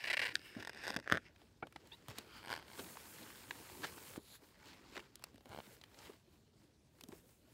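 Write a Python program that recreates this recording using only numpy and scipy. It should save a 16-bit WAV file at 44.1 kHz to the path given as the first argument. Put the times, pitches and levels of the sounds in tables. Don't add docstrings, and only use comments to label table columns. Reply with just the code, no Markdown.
import sys
import numpy as np
from scipy import signal
from scipy.io import wavfile

SR = 44100
rng = np.random.default_rng(int(sys.argv[2]) if len(sys.argv) > 2 else 0)


def voltage_ratio(level):
    return 10 ** (np.asarray(level, float) / 20)


def transcribe(u):
    v = np.clip(np.atleast_2d(u).T, -1, 1)
    q = np.round(v * 32767).astype(np.int16)
    wavfile.write(sys.argv[1], SR, q)


N = 332073


def rms_one(x):
    return x / np.sqrt(np.mean(x ** 2) + 1e-20)


def band(x, low_hz, high_hz):
    sos = signal.butter(2, [low_hz, min(high_hz, .45 * SR)], "band", fs=SR, output="sos")
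    return signal.sosfilt(sos, x) * np.sqrt(SR / 2 / (high_hz - low_hz))


def high_pass(x, order, hz):
    return signal.sosfilt(signal.butter(order, hz, "high", fs=SR, output="sos"), x)


def drift(rate_hz):
    r = np.exp(-2 * np.pi * rate_hz / SR)
    wander = signal.lfilter([1], [1, -2 * r, r * r], rng.standard_normal(N + SR))
    return rms_one(wander[SR:])


def ring(clicks, hz, width_hz):
    r, w = np.exp(-np.pi * width_hz / SR), 2 * np.pi * hz / SR
    return signal.lfilter([0, np.sin(w)], [1, -2 * r * np.cos(w), r * r], clicks + 1e-18)


def decay(x, tau_s):
    return signal.lfilter([1], [1, -np.exp(-1 / (tau_s * SR))], x + 1e-18)


def swell(t, start, peak, end, fade_db):
    return -fade_db * np.where(t < peak, (peak - t) / (peak - start), (t - peak) / (end - peak))


def rubbing(spectrum, patchy_db, grain_db, size=N):
    hz, level_db = np.transpose(spectrum)
    white = rng.standard_normal((2, size)) * voltage_ratio(grain_db * drift(250)[:size])
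    together, out = drift(12.7), 0
    edges = hz[0] * 2 ** np.arange(0, np.log2(hz[-1] / hz[0]) + 1 / 4, 1 / 4)
    for k, (low, high) in enumerate(zip(edges, edges[1:])):
        here_db = np.interp(np.log(low * high) / 2, np.log(hz), level_db)
        own = np.roll(together, 9001 * (k + 1))
        flicker_db = patchy_db * (together + 2.0 * own)[:size]
        out = out + voltage_ratio(here_db + flicker_db) * np.sqrt(high - low) * band(white[k % 2], low, high)
    return rms_one(out)


def struck(at_s, peak_db, modes, damping, spread_db, tilt_db, tear_s, dulls=0):
    at, out = (np.asarray(at_s) * SR).astype(int), np.zeros(N)
    first, last = max(at.min() - SR // 50, 0), at.max() + SR // 10
    chance = rng.standard_normal((len(at), len(modes)))
    ragged = rng.standard_normal(last - first)
    tilt_db = tilt_db - dulls * (peak_db.max() - peak_db)
    for k, (hz, width_hz, level_db) in enumerate(modes):
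        clicks, wide_hz = np.zeros(last - first), damping * (300 + width_hz)
        tilted_db = tilt_db * np.log2(hz / 2000)
        clicks[at - first] = voltage_ratio(peak_db + level_db + spread_db * chance[:, k] + tilted_db)
        creep = decay(clicks[::-1], .0008)[::-1]
        clicks += ragged * (0.08 * decay(clicks, tear_s) + 0.04 * creep)
        out[first:last] += ring(ring(clicks, hz, wide_hz), hz, wide_hz) * wide_hz / SR * 17
    return out


def slips(table, modes, gain_db, damping, tilt_db, tear_s, spread_db, dulls=0):
    s, peak_db = np.transpose(table)
    return voltage_ratio(gain_db) * struck(s - .0004, peak_db, modes, damping, spread_db, tilt_db, tear_s, dulls)


# freq_hz, density_db
HUSH = [(15, -34.5), (25, -12), (53, 2.5), (92, 1.5), (349, -9.5), (1320, -30), (4020, -24), (9330, -34.5),
        (14400, -39.5), (16500, -50)]


def hush():
    return voltage_ratio(-67.5 - 2.5) * rubbing(HUSH, patchy_db=1.4, grain_db=0.7)


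def room(x, t60_s):
    t = np.arange(SR // 4) / SR
    tail = band(rng.standard_normal(len(t)), 200, 4200) * voltage_ratio(-60 * t / t60_s) * (t > .004)
    return signal.fftconvolve(x, tail / np.sqrt(np.sum(tail ** 2)))[:N]


# freq_hz, density_db
WEIGHT = [(29, -38.5), (50, -8.5), (92, 3), (162, -0.5), (314, 3.5), (724, -8), (900, -15.5), (1170, -31.5),
          (1980, -120)]
# freq_hz, density_db
LIFTED = [(290, -31.5), (500, -23.5), (949, -8), (1220, -13.5), (1560, 1.5), (2150, 0), (2890, -2.5),
          (3160, -12), (4260, -12), (5080, -9.5), (7000, -25.5), (9100, -53.5), (15400, -120)]
# freq_hz, density_db
PAPER = [(290, -3), (500, 1), (684, -8), (917, 3), (1170, -2), (1420, 0.5), (1790, -1), (3120, -3.5),
         (3520, -5.5), (4860, -3.5), (5600, -15), (7280, -12), (12300, -120)]
# freq_hz, density_db
FIBRES = [(3060, -55.5), (5200, -11.5), (7190, -4.5), (8980, -4), (12200, -6.5), (15100, -3.5),
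          (16200, -7.5), (16500, -37)]
# start_s, peak_s, end_s, paper_db, fibre_db
RUBS = [(-.15, 0.07, 0.27, -52, -67), (0.157, 0.264, 0.33, -49, -63.5), (0.34, 0.342, .4, -58, -64),
        (0.4, 0.458, 0.58, -62, -68), (.5, 0.61, 0.643, -54, -72), (0.705, 0.885, .97, -54, -75),
        (1.0, 1.04, 1.1, -68, -84), (1.092, 1.143, 1.178, -47.5, -70), (1.22, 1.261, 1.316, -61, -86)]
# start_s, peak_s, end_s, paper_db, fibre_db
STROKES = [(1.294, 1.403, 1.6, -72, -81), (1.608, 1.9, 2.7, -68, -77.5), (1.92, 1.933, 1.97, -76, -70),
           (2.064, 2.104, 2.177, -57, -72), (2.134, 2.18, 2.274, -56, -68), (2.258, 2.377, 2.46, -60, -67),
           (2.47, 2.517, 2.6004, -51, -66), (3.78, 3.854, 3.92, -51.5, -62), (4.168, 4.358, 4.38, -64, -65),
           (4.35, 4.45, 4.6052, -67, -71), (4.566, 4.678, 4.91, -58.5, -71.5),
           (4.83, 4.96, 5.087, -57.5, -70.5), (5.05, 5.268, 5.365, -68, -81), (5.458, 5.53, 5.82, -65, -69),
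           (5.493, 5.742, 5.79, -64, -65.5), (5.885, 6.052, 6.17, -58.5, -65.5),
           (6.195, 6.34, 6.5003, -74.5, -79.5), (6.514, 6.63, 6.7603, -75.5, -81),
           (6.854, 7.004, 7.1, -74, -77), (7.06, 7.15, 7.24, -68, -67), (7.19, 7.303, 7.43, -75.5, -70.5),
           (7.4, 7.527, 7.65, -71, -75)]
# time_s, fibre_db
DRAG = [
    (2.6, -86),
    (2.674, -72),
    (2.799, -56),
    (2.991, -62),
    (3.071, -60),
    (3.465, -63.5),
    (3.784, -60.5),
    (4.172, -60),
    (4.187, -88),
]


def sliding():
    laid_s, pinned_s = 1.32, 2.3
    t = np.arange(0, N + 64, 64) / SR
    drag_db = np.interp(t, *np.transpose(DRAG), left=-200, right=-200)
    paper_gain = voltage_ratio(-60.5 + 0.33 * (drag_db + 61.5)) + voltage_ratio(-93.5)
    fibre_gain = voltage_ratio(drag_db)
    for start, peak, end, paper_db, fibre_db in RUBS + STROKES:
        shape = voltage_ratio(swell(t, start, peak, end, fade_db=14.5))
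        paper_gain = np.hypot(paper_gain, voltage_ratio(paper_db) * shape)
        fibre_gain = np.hypot(fibre_gain, voltage_ratio(fibre_db) * shape)
    paper_gain = np.minimum(paper_gain, voltage_ratio(-53.5))
    weight_gain = voltage_ratio(-69) * (paper_gain / voltage_ratio(-69)) ** 0.46
    weight_gain = np.maximum(weight_gain, voltage_ratio(drag_db - 0.5))
    for s, peak_db, _ in THUDS:
        rise_s, slope_db_per_s = .03, 400
        settle_db = peak_db - 15.5 - slope_db_per_s * np.abs(t - s - rise_s)
        weight_gain = np.hypot(weight_gain, voltage_ratio(settle_db) * (t > s) * (s < pinned_s))
    now = np.arange(N) / SR
    weight_gain, paper_gain, fibre_gain = [np.interp(now, t, g) for g in (weight_gain, paper_gain, fibre_gain)]
    weight = rubbing(WEIGHT, patchy_db=1.92, grain_db=2.45)
    laid = int(laid_s * SR)
    lifted_hiss = rubbing(LIFTED, patchy_db=1.1, grain_db=3.0, size=laid)
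    laid_hiss = rubbing(PAPER, patchy_db=0.75, grain_db=2.5, size=N - laid)
    fibres = rubbing(FIBRES, patchy_db=0.48, grain_db=1.0)
    return weight_gain * weight + paper_gain * np.append(lifted_hiss, laid_hiss) + fibre_gain * fibres


# (freq_hz, width_hz, level_db)
GLIDES = [
    ((.36, .46, .68, -58), [(1800, 200, -2), (2250, 300, 0), (2800, 250, 0), (3750, 400, -9), (5100, 350, -6), (8750, 500, -14)]),
    ((.72, .83, .9, -56), [(1900, 300, -2), (2600, 500, 0), (3500, 400, -9), (5000, 500, -8), (8300, 800, -18)]),
    ((2.27, 2.36, 2.47, -57), [(1420, 350, 0), (2410, 300, -4), (3110, 300, -2), (4630, 600, -4)]),
    ((4.2, 4.36, 4.378, -60), [(4100, 900, 0), (7030, 700, -7), (10900, 1200, -3), (12800, 900, -7)]),
]


def glides():
    out = np.zeros(N)
    for (start, peak, end, level_db), modes in GLIDES:
        part = slice(int((start - .15) * SR), int((end + .15) * SR))
        t = np.arange(N)[part] / SR
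        grain = rng.standard_normal(len(t)) * voltage_ratio(1.5 * drift(200)[part])
        tone = 0
        for hz, width_hz, db in modes:
            wide_hz = 1.5 * width_hz
            tone = tone + voltage_ratio(db) * rms_one(ring(ring(grain, hz, wide_hz), hz, wide_hz))
        out[part] += voltage_ratio(level_db + swell(t, start, peak, end, fade_db=12)) * rms_one(tone)
    return out


# time_s, slip_rate_hz, level_db
SQUEAK = [(1.915, 820, -73), (1.922, 880, -59), (1.935, 930, -60.5), (1.944, 950, -60.5), (1.955, 970, -77)]
SQUEAK_DB = [-1, -7, -2, 2, -13]


def squeak():
    s, hz, level_db = np.transpose(SQUEAK)
    t = np.arange(N) / SR
    unsteady = 1 + .03 * drift(250)
    phase = 2 * np.pi * np.cumsum(np.interp(t, s, hz) * unsteady) / SR
    tone = sum(voltage_ratio(db + 3.0 * drift(80)) * np.sin((k + 1) * phase) for k, db in enumerate(SQUEAK_DB))
    return voltage_ratio(np.interp(t, s, level_db, left=-200, right=-200)) * tone


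# peak_s, rise_s, fall_s, level_db, freq_hz
SCUFFS = [
    (2.186, 0.0055, 0.0051, -46.5, 3820),
    (2.797, 0.013, 0.0099, -47.5, 1540),
    (3.845, 0.011, 0.0094, -38.5, 1730),
]


def scuffs():
    out, t = np.zeros(N), np.arange(N) / SR
    rough = rng.standard_normal(N) * voltage_ratio(1.8 * drift(300))
    for s, rise_s, fall_s, level_db, hz in SCUFFS:
        part = slice(int((s - .1) * SR), int((s + .12) * SR))
        late = t[part] - s
        shape = voltage_ratio(level_db) * np.exp(-np.where(late < 0, late / rise_s, late / fall_s) ** 2)
        out[part] += 0.52 * rms_one(ring(rough[part], hz, 220)) * shape
        out[part] += 0.68 * band(shape * rough[part], 230, 3900)
    return out


# freq_hz, width_hz, level_db
TURNED = [(350, 45, -13), (570, 320, -18), (820, 200, 4), (1150, 350, -1.5), (1490, 240, 6.5),
          (2200, 190, -2)]


def flop():
    t = np.arange(N) / SR - 1.6245
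    shape = (t > 0) * np.exp(-np.abs(t) / 0.0061) * (1 - np.exp(-np.abs(t) / 0.0026))
    contact = rng.standard_normal(N) * shape
    contact = signal.sosfilt(signal.butter(2, 2600, fs=SR, output="sos"), contact)
    return voltage_ratio(-47.5 - 7) * sum(voltage_ratio(db) * ring(contact, hz, width_hz) for hz, width_hz, db in TURNED)


# start_s, peak_db, freq_hz
THUDS = [(0.345, -48, 313.5), (0.388, -52.5, 290), (0.561, -33, 224), (0.9, -41, 260), (0.958, -35, 204),
         (1.116, -27.5, 209), (1.622, -41.5, 350), (1.753, -49, 296), (2.083, -42.5, 126),
         (2.181, -44, 226), (2.789, -34, 383), (3.505, -46, 350), (3.843, -45, 288), (4.966, -36, 360),
         (5.34, -49, 239.7), (5.461, -48, 245), (5.491, -47.5, 99), (5.581, -41, 507), (6.092, -40.5, 400),
         (7.032, -45.5, 257), (7.085, -41, 249), (7.122, -39, 322)]
# start_s, peak_db, freq_hz
KNOCKS = [
    (1.1185, -28, 500),
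    (1.126, -35, 420),
    (4.921, -43, 420),
    (1.121, -33, 105),
    (1.138, -37, 200),
    (1.15, -37, 170),
    (1.169, -36, 290),
    (4.174, -24, 290),
    (5.355, -48, 300),
    (7.133, -43, 330),
]


def landings(table, cycles, puff):
    out, t = np.zeros(N + SR), np.arange(SR // 4) / SR
    air = band(rng.standard_normal(N + SR), 170, 510)
    for s, peak_db, hz in table:
        i = round((s + 0.0034) * SR)
        rise = voltage_ratio(peak_db) * (1 - np.exp(-t / 0.0015))
        swing = voltage_ratio(-60 * t * hz / cycles) * np.sin(2 * np.pi * hz * t)
        out[i:i + len(t)] += rise * (swing + puff * voltage_ratio(-60 * t / 0.1) * air[i:i + len(t)])
    return out[:N]


# start_s, body_db, treble_db, body_hz
SNAPS = [(1.36, -50.5, -76, 2000), (1.416, -47.5, -76.5, 626), (1.669, -40, -62, 860),
         (1.724, -47.5, -58.5, 1740), (1.76, -32, -64, 1390), (1.872, -55, -56.5, 3600),
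         (2.083, -35.5, -44.5, 1010), (2.09, -50, -56, 3500), (2.099, -42, -54, 4000),
         (2.105, -42, -57, 1000), (2.111, -39, -58, 850), (2.184, -31, -38, 4000), (2.955, -41, -62, 1300),
         (2.97, -33.5, -70, 880), (3.302, -40, -74, 1400), (3.508, -25.5, -55, 1670),
         (3.553, -44, -63, 775), (3.698, -40, -72, 1000), (3.979, -40, -53, 1080), (4.135, -43, -70, 2100),
         (4.159, -37, -58, 1170), (4.487, -57, -64, 1500), (4.59, -58, -67, 2000),
         (4.656, -48, -60, 3350), (4.957, -36, -72, 600), (4.966, -32.5, -71, 1720), (4.976, -31, -60, 1490),
        (4.992, -37, -68, 1200), (5, -41, -62, 2280), (5.155, -48, -42, 4780), (5.194, -50, -62, 793),
        (5.223, -47, -62, 1000), (5.239, -29.5, -39, 3600), (5.268, -51, -80, 1000),
        (5.343, -49.5, -64, 600), (5.357, -52, -60, 2000), (5.379, -46.5, -64, 600), (5.407, -48, -71, 600),
        (5.456, -41.5, -59, 633), (5.491, -58, -56, 657), (5.813, -42, -60, 3200), (5.587, -52, -54, 3000),
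        (5.837, -38, -56, 3000), (5.943, -46, -71.5, 3040), (5.988, -40, -68, 4834),
        (7.009, -39, -49, 3600), (7.036, -37.5, -47, 4360), (7.086, -50, -50.5, 840),
        (7.119, -45.5, -72, 1130), (7.124, -47, -66, 1800), (7.291, -54.5, -64, 720)]


def snaps():
    out, treble, t = np.zeros(N), np.zeros(N), np.arange(SR // 8) / SR
    rise = 1 - np.exp(-(t / 0.0009) ** 2)
    white = rng.standard_normal((2, N))
    for s, body_db, treble_db, hz in SNAPS:
        i = round(s * SR)
        shape = rise * voltage_ratio(body_db - 4.5 - 60 * t / .017)
        burst = shape * white[0, i:i + len(t)]
        body = 0.62 * rms_one(band(burst, 0.55 * hz, 1.4 * hz)) + 0.55 * rms_one(band(burst, 320, 3240))
        out[i:i + len(t)] += np.sqrt(np.mean(shape ** 2)) * body
        treble[i:i + len(t)] += rise * voltage_ratio(treble_db + 5.0 - 60 * t / 0.0096)
    return out + band(treble * white[1], 2800, 14000)


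# start_s, peak_db
PALM = [(5.4619, -64.0), (5.47, -60.3), (5.4774, -59.5), (5.4832, -63.6), (5.4882, -57.3), (5.4944, -55.9),
        (5.5001, -53.2), (5.5059, -53.3), (5.5122, -50.1), (5.5172, -47.5), (5.5213, -46.4), (5.53, -45.2),
        (5.5361, -47.4), (5.5477, -43.8), (5.5621, -43.5), (5.5753, -43.3), (5.5885, -42.3),
        (5.5974, -58.2), (5.6031, -43.4), (5.6177, -60.8)]
# freq_hz, width_hz, level_db
SPREAD = [(426, 1100, -23), (950, 260, -2.5), (1500, 280, -5), (2210, 200, -9.5), (2950, 200, -10.5),
          (4200, 290, -14), (5000, 380, -28)]


def palm():
    return slips(PALM, SPREAD, gain_db=4.0, damping=1.5, tilt_db=0.2, tear_s=0.0019, spread_db=0.6)


# start_s, peak_db
PRESS = [(2.4296, -49.8), (2.4406, -48.7), (2.449, -44.2), (2.46, -42.3), (2.4735, -42.9), (2.4821, -40.2),
         (2.4931, -39.3), (2.5026, -35.9), (2.5108, -34.8), (2.5182, -34.9), (2.528, -32.8),
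         (2.5387, -34.2), (2.5516, -39.8), (2.5632, -38.8), (2.5711, -54.8), (2.5765, -42.3),
         (2.5897, -46.3), (2.5965, -46.4), (2.6134, -57.3), (2.6186, -51.8), (2.6262, -48.9)]
# start_s, peak_db
NUDGE = [(2.6674, -57), (2.6813, -50), (2.7012, -50), (2.7153, -47.5), (2.7329, -48), (2.7541, -50),
         (2.7769, -48)]
# freq_hz, width_hz, level_db
COVER = [(600, 170, -32), (1080, 120, 0), (1600, 120, 0), (2230, 190, -4.5), (3160, 420, -7.5),
         (4380, 560, -12.5), (4730, 230, -20), (6640, 910, -24.5), (9000, 1299.6, -21),
         (11500, 2000, -24.5)]


def pressing():
    return slips(PRESS + NUDGE, COVER, gain_db=-1.5, damping=1.1, tilt_db=4.5, tear_s=0.0026, spread_db=1.2)


# start_s, peak_db
UNCURL = [(1.0561, -64.1), (1.0606, -53.9), (1.067, -45.4), (1.0763, -33.9), (1.0855, -71.2),
          (1.0885, -65.7), (1.0932, -50.3), (1.0995, -26.8), (1.1068, -53.6), (1.1119, -60.6),
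          (1.1158, -28.1), (1.1232, -15.8), (1.1299, -29.1), (1.1405, -31.1), (1.1444, -44.5),
          (1.1476, -31.7), (1.1542, -30.7), (1.1619, -37.3), (1.168, -42.8), (1.1729, -27.0),
          (1.179, -39.7), (1.1824, -47.7), (1.1904, -55.1), (1.1983, -64.7)]
# freq_hz, width_hz, level_db
FLAT = [(700, 250, -5), (1660, 150, 3), (3400, 300, -7.5), (4830, 200, -15), (6140, 200, -19),
        (8230, 500, -20), (9900, 200, -27), (12700, 500, -25)]


def uncurling():
    return slips(UNCURL, FLAT, gain_db=-2.5, damping=1.6, tilt_db=0.1, tear_s=0.0015, spread_db=1.2, dulls=0.15)


# start_s, peak_db
PINCH = [
    (.3547, -21),
    (.3668, -44),
    (.394, -48),
    (.4167, -50),
]
# freq_hz, width_hz, level_db
TAUT = [(1720, 60, 0.5), (2300, 200, -3), (3900, 300, -3), (4700, 300, -1.5), (6450, 100, -15),
        (7500, 300, -14), (8750, 300, -13), (10500, 300, -25), (13500, 600, -28)]


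def pinching():
    clicks = slips(PINCH, TAUT, gain_db=-2.5, damping=1.7, tilt_db=0.1, tear_s=0.0012, spread_db=0.6)
    return high_pass(clicks, 8, 1480)


# start_s, peak_s, end_s, peak_db, gap_ms
CREEP = [(.567, .575, .59, -49, 7.9)]


def creeping():
    rows = []
    for start, peak, end, peak_db, gap_ms in CREEP:
        gap_chance, size_chance = rng.standard_normal((2, 40))
        gap_s = gap_ms / 1000
        s = start + np.cumsum(gap_s * np.exp(0.076 * gap_chance)) - gap_s
        level_db = peak_db + swell(s, start, peak, end, fade_db=9.5) + 1.3 * size_chance
        rows += [row for row in zip(s, level_db) if row[0] <= end]
    return rows


# start_s, peak_db, rebound_db
SLIPS = [(.5512, -44, -70), (.5989, -41.5, -44), (.626, -36, -40), (.6498, -33, -44), (.6735, -31, -39),
         (.6954, -31.5, -40), (.7283, -60, -41), (.7477, -42, -70), (.9643, -24.5, -27.5),
         (.9898, -41, -70), (.9999, -39, -70), (1.027, -52, -70), (1.043, -51, -60)]
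# start_s, peak_db
CLIMB = [(0.7613, -48.6), (0.7684, -46.2), (0.7739, -43.5), (0.7789, -48.8), (0.7834, -47.4),
         (0.7906, -49.3), (0.7951, -52.8), (0.8014, -48.7), (0.8071, -49.4), (0.8174, -46.5),
         (0.8218, -44.1), (0.8294, -46.9), (0.8343, -44.2), (0.838, -39.3), (0.8418, -39.7),
         (0.8458, -39.8), (0.85, -39.2), (0.8534, -36.8), (0.8592, -39.6), (0.8682, -32.9), (0.8738, -37.3),
         (0.8799, -27.5), (0.8847, -37.2), (0.8899, -34.3), (0.8958, -33.7), (0.9008, -38.2),
         (0.9045, -27.9), (0.9117, -54.3), (0.9156, -39.5), (0.9231, -38.3), (0.9305, -41.7),
         (0.9361, -49.9), (0.94, -41.1), (0.9434, -35.0), (0.9525, -41.7)]
# freq_hz, width_hz, level_db
SHEET = [(915, 510, -10), (1800, 90, 1.5), (3650, 310, -6), (4900, 320, -7.5), (6840, 85, -19.5),
         (8170, 620, -15.5), (11500, 500, -21), (2650, 200, -5)]


def lifting():
    rebound_s = .0044
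    rows = [(s, db) for s, db, _ in SLIPS]
    rows += [(s + rebound_s, db) for s, _, db in SLIPS]
    rows += creeping() + [(s, db + 1.5) for s, db in CLIMB]
    return slips(rows, SHEET, gain_db=-2.0, damping=1.96, tilt_db=0.9, tear_s=0.0018, spread_db=0.6, dulls=0.03)


# start_s, length_s, peak_db
JUDDERS = [(.0, .04, -42), (.04, 0.0048, -26), (0.052, 0.0098, -29.5), (0.072, 0.016, -26.5),
           (0.091, .002, -29), (.1, .017, -22), (.121, .003, -36), (.13, .016, -20.5), (.152, .003, -38),
           (0.169, .01, -20.5), (0.193, .013, -21), (.2165, .018, -22), (0.2364, .008, -23.5),
           (0.252, .02, -24), (0.279, .005, -32), (.286, 0.012, -29), (0.304, 0.021, -37)]
# freq_hz, width_hz, level_db
CORNER = [(940, 1300, -36), (1974, 48, -0.5), (2323, 96, -1), (2700, 79, -5.5), (4150, 45, -20.5),
          (4620, 540, -11.5), (8200, 1700, -23), (11300, 200, -38.5)]


def thumb():
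    at_s, level_db = [], []
    for s, length_s, peak_db in JUDDERS:
        first_ms, last_ms = 1.1 + 3.0 * s, 2.3
        t = 0.
        for gap_chance, size_chance in rng.standard_normal((60, 2)):
            if t > length_s:
                break
            at_s.append(s + t)
            level_db.append(peak_db + 1.4 * size_chance)
            gap_ms = max(first_ms + (last_ms - first_ms) * t / length_s, .3)
            t += gap_ms / 1000 * np.exp(.12 * gap_chance)
    level_db = np.array(level_db)
    return voltage_ratio(-12) * struck(at_s, level_db, CORNER, damping=1.66, spread_db=2.0, tilt_db=4.5, tear_s=0.00055)


def scene():
    steady = hush() + sliding() + glides()
    steady = signal.sosfilt(signal.ellip(10, .5, 50, 15750, fs=SR, output="sos"), steady)
    curled = signal.lfilter(*signal.iirnotch(1270, 3.0, fs=SR), thumb() + lifting())
    sheet = high_pass(curled + uncurling(), 2, 400)
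    hits = sheet + pinching() + pressing() + palm() + snaps() + scuffs() + flop() + squeak()
    hits = hits + landings(THUDS, cycles=8.5, puff=0.24) + landings(KNOCKS, cycles=4.5, puff=0.06)
    return (hits + voltage_ratio(-32.5) * room(hits, t60_s=0.053) + steady)[None]


def low_pass(x):
    return signal.sosfilt(signal.butter(12, 16760, fs=SR, output="sos"), x)


def record(dry):
    mic = high_pass(dry, 4, 48)
    return low_pass(mic)


dry = scene()
out = record(dry)
transcribe(out)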